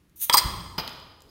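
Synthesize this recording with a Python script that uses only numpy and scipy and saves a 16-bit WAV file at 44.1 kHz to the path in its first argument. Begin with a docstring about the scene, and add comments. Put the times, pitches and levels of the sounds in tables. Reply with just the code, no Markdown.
"""A faint creak and a hiss of gas come first: a crown cap is levered off a beer bottle on a bicycle pedal.
The seal cracks, the steel cap scrapes and rings over the pedal, and the air in the neck resonates: a pop.
The jolted bicycle shudders; further off the cap knocks on the wooden floor and skips away.
The bare room answers with a diffuse reverberation whose treble dies first."""
import sys
import numpy as np
from scipy import signal
from scipy.fft import rfft, irfft, next_fast_len
from scipy.io import wavfile

SR = 44100
rng = np.random.default_rng(int(sys.argv[2]) if len(sys.argv) > 2 else 0)


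def digitize_waveform(pressure):
    """Quantize a signal to 16-bit integers and store it at the path in sys.argv[1].

    Rows of a 2-D input are taken as channels; values are limited to [-1, 1].
    """
    field = np.atleast_2d(pressure).T
    bounded = np.clip(field, -1, 1)
    quanta = np.round(bounded * 32767).astype(np.int16)
    wavfile.write(sys.argv[1], SR, quanta)


N = 57330
T = np.arange(N) / SR

# modes of the steel cap: f/Hz, level/dB, T60/s
CAP_MODES = [(3310, -14.5, 0.11), (4045, -16.5, 0.16), (4190, -12, 0.077), (4688, -4.5, 0.049),
             (4910, -0.5, 0.057), (4941, -6.5, 0.063), (8430, -4, 0.043), (8720, -11, 0.097),
             (13200, -7.5, .045), (13750, -8.5, .045), (14470, -9.5, .04), (15700, -11.5, .03),
             (15550, -10.5, .03)]
# the rim gives under the lever: t/s, level/dB
RIM_CREAKS = [(.096, -57.5), (.199, -48)]
# the cracking seal: f/Hz, level/dB
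CRACK_SPECTRUM = [(100, -19.5), (400, -7), (950, 5), (1500, -5.5), (2300, 2), (2800, -12.5), (3350, 8),
                  (4000, -10.5), (5000, -1.5), (6800, -21.5), (8400, -8), (11000, -20), (13500, -11.5),
                  (15700, -14)]
# the cap slips on pedal and glass: t/s, ring/dB, tilt/(dB per octave), scrape/dB
CAP_SLIPS = [(.2968, -31, -0.5, -25.5), (.3272, -16, -4.5, -30.5), (.3337, -15, -2, -27.5),
             (0.3371, -23.5, -3.5, -14), (0.3414, -19, 6.5, -13), (0.3475, -18.5, 3.5, -18.5),
             (.3706, -14.5, 4, -17.5), (0.3737, -17, 2, -16), (.3792, -11, -2, -15.5),
             (.383, -23, 3.5, -16), (.3865, -29, 1, -14.5), (0.3952, -30.5, 0, -21)]
# steel scraping on pedal and glass: f/Hz, level/dB
SCRAPE_SPECTRUM = [(80, -18), (300, -5.5), (600, -4), (1200, -10), (2000, 2.5), (2700, -5.5), (4000, 1.5),
                   (6000, 3.5), (8500, -3.5), (11000, -3), (13500, -7), (15700, -3)]
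# the cap rings on in flight: t/s, level/dB, T60/s
FLIGHT_RINGS = [(.385, -46, .5)]
# a light touch of the rim: f/Hz, level/dB
TICK_SPECTRUM = [(500, -27), (2000, -9.5), (4500, -4), (6500, 5.5), (8000, -5), (12000, -5.5),
                 (15500, -8.5)]
# air resonance in the neck: t/s, level/dB, first f/Hz, last f/Hz, T60/s
NECK_POPS = [(.2972, -18, 857, 1038, 0.11), (.3420, -5, 1178, 760, .062)]
# turbulence in the neck: f/Hz, level/dB
NECK_SPECTRUM = [(200, -19), (330, -6), (450, -12), (600, -6.5), (720, -10), (850, 3), (1100, 4), (1300, 5),
                 (1500, -21), (1900, -13), (3000, -18)]
# escaping gas: t/s, level/dB
LEAK_ENVELOPE = [(.155, -91), (.16, -50), (.175, -47.5), (.19, -47), (.2, -39), (.215, -28), (.228, -23),
                 (.25, -25.5), (.263, -40.5), (.28, -47.5), (.296, -42.5), (.31, -92)]
# the gas jet: f/Hz, level/dB
JET_SPECTRUM = [(100, -25), (300, -37), (1100, -25), (2200, -18.5), (3800, -10.5), (5000, -18),
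                (6500, -1.5), (7500, -12.5), (9200, 1.5), (10500, -2), (13500, 5), (15700, 1)]
# the cap hits the boards: t/s, knock/dB, ring/dB, clack/dB
FLOOR_IMPACTS = [(0.7801, -27, -29, -25.5), (0.7826, -24, -26, -48), (.792, -27.5, -28.5, -35),
                 (.798, -35, -30, -38), (0.8767, -37.5, -43, -25.5)]
# light skips: t/s, tick/dB, ring/dB
FLOOR_SKIPS = [(.893, -38, -58), (0.931, -45, -62), (0.999, -49.5, -70), (1.2052, -47, -68),
               (1.2201, -41, -60), (1.292, -62, -55)]
# struck floorboards: f/Hz, level/dB
BOARD_SPECTRUM = [(60, 0.5), (150, 2), (300, 2.5), (450, -6), (750, 2), (1150, 3), (1800, -7), (2800, -4.5),
                  (3700, -6.5), (5000, -2.5), (6300, -15), (7700, -27.5), (15000, -28)]
# the rim on wood: f/Hz, level/dB
CLACK_SPECTRUM = [(500, -18), (1800, -6), (2700, -0.5), (4200, 5.5), (5300, -7), (6600, -8), (7700, -21),
                  (9400, -8.5), (10500, -14.5), (12500, -10), (15500, -13)]
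# the boards muffle the cap's modes: f/Hz, gain/dB
BOARD_MUFFLING = [(3300, -12), (4700, -8.5), (4950, 1.5), (8400, -21.5), (13000, -10), (13900, -3),
                  (15500, -7)]
# dull jolts of the bicycle: t/s, level/dB, f/Hz
FRAME_JOLTS = [(0.4602, -20, 66), (0.531, -29, 69.5), (0.586, -33, 75)]
# the shuddering frame: t/s, level/dB
FRAME_ENVELOPE = [(.29, -63.5), (.32, -51.5), (.43, -44.5), (.46, -33), (.52, -37.5), (.65, -43), (.8, -46),
                  (.87, -53), (1.3, -64.5)]
# its rumble: f/Hz, level/dB
FRAME_SPECTRUM = [(20, -18), (45, -6.5), (78, 1), (110, -9), (180, -5), (240, -18), (350, -14.5),
                  (480, -30), (1000, -45)]
# the hand lets go: t/s, level/dB
RUB_ENVELOPE = [(1.19, -82), (1.25, -58), (1.3, -56.5)]
# its soft low rub: f/Hz, level/dB
RUB_SPECTRUM = [(60, 0), (200, -10), (370, 4.5), (550, -7.5), (1200, -30)]
# the still room: f/Hz, level/dB
AIR_SPECTRUM = [(20, -10.5), (35, -7), (70, -2), (130, -7.5), (200, -8.5), (320, -4.5), (450, -13.5),
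                (750, -19.5), (1200, -17), (3500, -23), (8000, -31), (11000, -26.5), (15500, -34)]
# reverberation time: f/Hz, T60/s
REVERB_TIMES = [(100, 1.3), (400, 1.17), (1100, 1.095), (2500, 0.93), (5000, 0.94), (8500, 0.91),
                (14000, 0.65)]
# reverberant tail: f/Hz, level/dB
REVERB_SPECTRUM = [(100, -8), (350, 0), (600, 4.5), (850, -3), (1200, 3.5), (1600, 0), (3300, 2),
                   (5000, -5.5), (8500, -6.5), (14000, -7)]
# early reflections: delay/s, level/dB
REFLECTIONS = [(.0052, -20), (.0085, -21.5), (0.0128, -15.5), (0.0207, -22.5)]
# the hand shades the room from the cap's treble: f/Hz, gain/dB
HAND_SHADOW = [(500, 1), (2000, 0), (4000, -1), (8000, -1), (13000, -3)]


def prying():
    """Stick-slip friction: the rim creaks, the seal cracks, and each slip rings the cap until it flies."""
    crack = amp(-6) * struck(s=.2966, t60=.019, attack=.0006) * noise(CRACK_SPECTRUM)
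    slips = sum(cap_ring(s, db, tilt) + scrape(s, scrape_db) for s, db, tilt, scrape_db in CAP_SLIPS)
    flight = sum(cap_ring(s, db, tilt_db=-2.5, t60=t60) for s, db, t60 in FLIGHT_RINGS)
    creaks = sum(rim_tick(s, db) for s, db in RIM_CREAKS)
    return creaks + crack + slips + flight


def cap_ring(s, db, tilt_db=0, t60=None):
    """Modal superposition: a blow excites the cap's damped modes, a little differently each time."""
    pivot_hz, detune = CAP_MODES[4][0], .0044
    out = np.zeros(N)
    for hz, mode_db, mode_t60 in CAP_MODES:
        scatter_db, tuning = rng.standard_normal(2)
        gain = amp(db + mode_db + tilt_db * np.log2(hz / pivot_hz) + scatter_db)
        phase = 2 * np.pi * hz * (1 + detune * tuning) * (T - s)
        jitter_rad = .91 * wobble(knots_per_s=370)
        out += gain * struck(s, t60 or mode_t60) * np.sin(phase + jitter_rad)
    return out


def scrape(s, db):
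    """Sliding friction: a hard snap runs into a short burst of noise."""
    snap = amp(3) * struck(s, t60=.0038)
    slide = amp(-2) * struck(s, t60=.025)
    return amp(db) * (snap + slide) * noise(SCRAPE_SPECTRUM)


def rim_tick(s, db):
    """A brief contact has a broad spectrum: the rim ticks."""
    return amp(db) * struck(s, t60=.0096) * noise(TICK_SPECTRUM)


def neck_pop():
    """Cavity resonance: released air rings in the neck, gliding as it settles; near surfaces reflect it."""
    glide_s, turbulence_db = .0105, -11.5
    out = np.zeros(N)
    for s, db, first_hz, last_hz, t60 in NECK_POPS:
        glide = np.exp(-np.maximum(T - s, 0) / glide_s)
        hz = (last_hz + (first_hz - last_hz) * glide) * (T > s)
        tone = np.sin(2 * np.pi * np.cumsum(hz) / SR)
        turbulence = amp(turbulence_db) * noise(NECK_SPECTRUM)
        out += amp(db) * struck(s, t60, attack=.0006) * (tone + turbulence)
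    return out + sum(amp(db) * np.interp(T - delay, T, out) for delay, db in REFLECTIONS)


def gas_hiss():
    """Turbulent jet noise: gas escapes through the gap under the rim."""
    return swell(LEAK_ENVELOPE) * noise(JET_SPECTRUM)


def landing():
    """Impact excitation: each bounce sounds both the boards and the cap, whose ring they muffle."""
    def muffled_ring(s, db):
        return shaped(cap_ring(s, db), BOARD_MUFFLING)

    wet_db = -1.5
    skips = sum(rim_tick(s, tick_db) + muffled_ring(s, ring_db) for s, tick_db, ring_db in FLOOR_SKIPS)
    out = room(skips, wet_db)
    for s, knock_db, ring_db, clack_db in FLOOR_IMPACTS:
        knock = amp(knock_db) * struck(s, t60=.056) * noise(BOARD_SPECTRUM)
        clack = amp(clack_db) * struck(s, t60=.017) * noise(CLACK_SPECTRUM)
        out += room(knock + clack + muffled_ring(s, ring_db), wet_db)  # each spot has its own echo
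    return out


def bicycle():
    """Structural vibration: the freed pedal jolts the frame, which rumbles on; the hand slides off."""
    width_s = .0075
    jolts = np.zeros(N)
    for s, db, hz in FRAME_JOLTS:
        pulse = np.exp(-.5 * ((T - s) / width_s) ** 2)
        jolts -= amp(db) * pulse * np.cos(2 * np.pi * hz * (T - s))
    rumble = swell(FRAME_ENVELOPE) * noise(FRAME_SPECTRUM)
    rub = swell(RUB_ENVELOPE) * noise(RUB_SPECTRUM)
    return jolts + rumble + rub


def still_air():
    """Ambient noise: the room's faint, steady floor."""
    return amp(-67.5) * noise(AIR_SPECTRUM)


def room(x, wet_db):
    """Reverberation: direct sound plus a diffuse field that decays exponentially in each band."""
    hz, t, bands = signal.stft(rng.standard_normal(N), SR, nperseg=256)
    t60 = along(REVERB_TIMES, hz)[:, None]
    decay = np.exp(-np.log(1000) * t / t60)
    unit_energy = np.sqrt(2 * np.log(1000) / (t60 * SR))
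    colour = amp(along(REVERB_SPECTRUM, hz))[:, None]
    tail = signal.istft(bands * decay * unit_energy * colour, SR, nperseg=256)[1][:N]
    build_up = 1 - np.exp(-T / .0014)
    return x + amp(wet_db) * signal.fftconvolve(x, tail * build_up)[:N]


def amp(db):
    """Decibels to amplitude ratio."""
    return 10 ** (np.asarray(db) / 20)


def along(points, hz):
    """Interpolation of (f/Hz, value) points on a log frequency axis."""
    f, values = np.transpose(points)
    return np.interp(np.log(hz + 1), np.log(f + 1), values)


def filtered(x, response):
    """Linear filtering: the spectrum of x times a frequency response."""
    size = next_fast_len(N + SR // 2)
    hz = np.fft.rfftfreq(size, 1 / SR)
    return irfft(rfft(x, size) * response(hz), size)[:N]


def shaped(x, spectrum):
    """Spectral weighting by (f/Hz, gain/dB) points."""
    return filtered(x, lambda hz: amp(along(spectrum, hz)))


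def noise(spectrum):
    """Coloured Gaussian noise of unit rms."""
    x = shaped(rng.standard_normal(N), spectrum)
    return x / np.std(x)


def swell(points):
    """Amplitude envelope through (t/s, level/dB) points."""
    return amp(np.interp(T, *np.transpose(points)))


def struck(s, t60, attack=.00026):
    """Free decay: a fast rise at time s, then a fall of 60 dB in t60 seconds."""
    age = np.maximum(T - s, 0)
    return (1 - np.exp(-age / attack)) * np.exp(-np.log(1000) * age / t60)


def wobble(knots_per_s):
    """Random modulation: straight lines between Gaussian knots."""
    knots = rng.standard_normal(size=2048)
    return np.interp(T * knots_per_s, np.arange(len(knots)), knots)


def scene():
    """Superposition: the bottle is close, the landing further off and so more reverberant."""
    cap = prying()
    cap_echo = shaped(room(cap, wet_db=-6.5) - cap, HAND_SHADOW)
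    bottle = cap + cap_echo + room(gas_hiss(), wet_db=-3) + room(neck_pop(), wet_db=-9)
    return (bottle + landing() + bicycle() + still_air())[None]


def record(dry):
    """Saturation rounds off the highest peaks; a steep low-pass limits the bandwidth."""
    ceiling, cutoff_hz = .65, 15800
    soft = dry[0] / (1 + (dry[0] / ceiling) ** 6) ** (1 / 6)
    return filtered(soft, lambda hz: 1 / np.sqrt(1 + (hz / cutoff_hz) ** 400))[None]


dry = scene()
out = record(dry)
digitize_waveform(out)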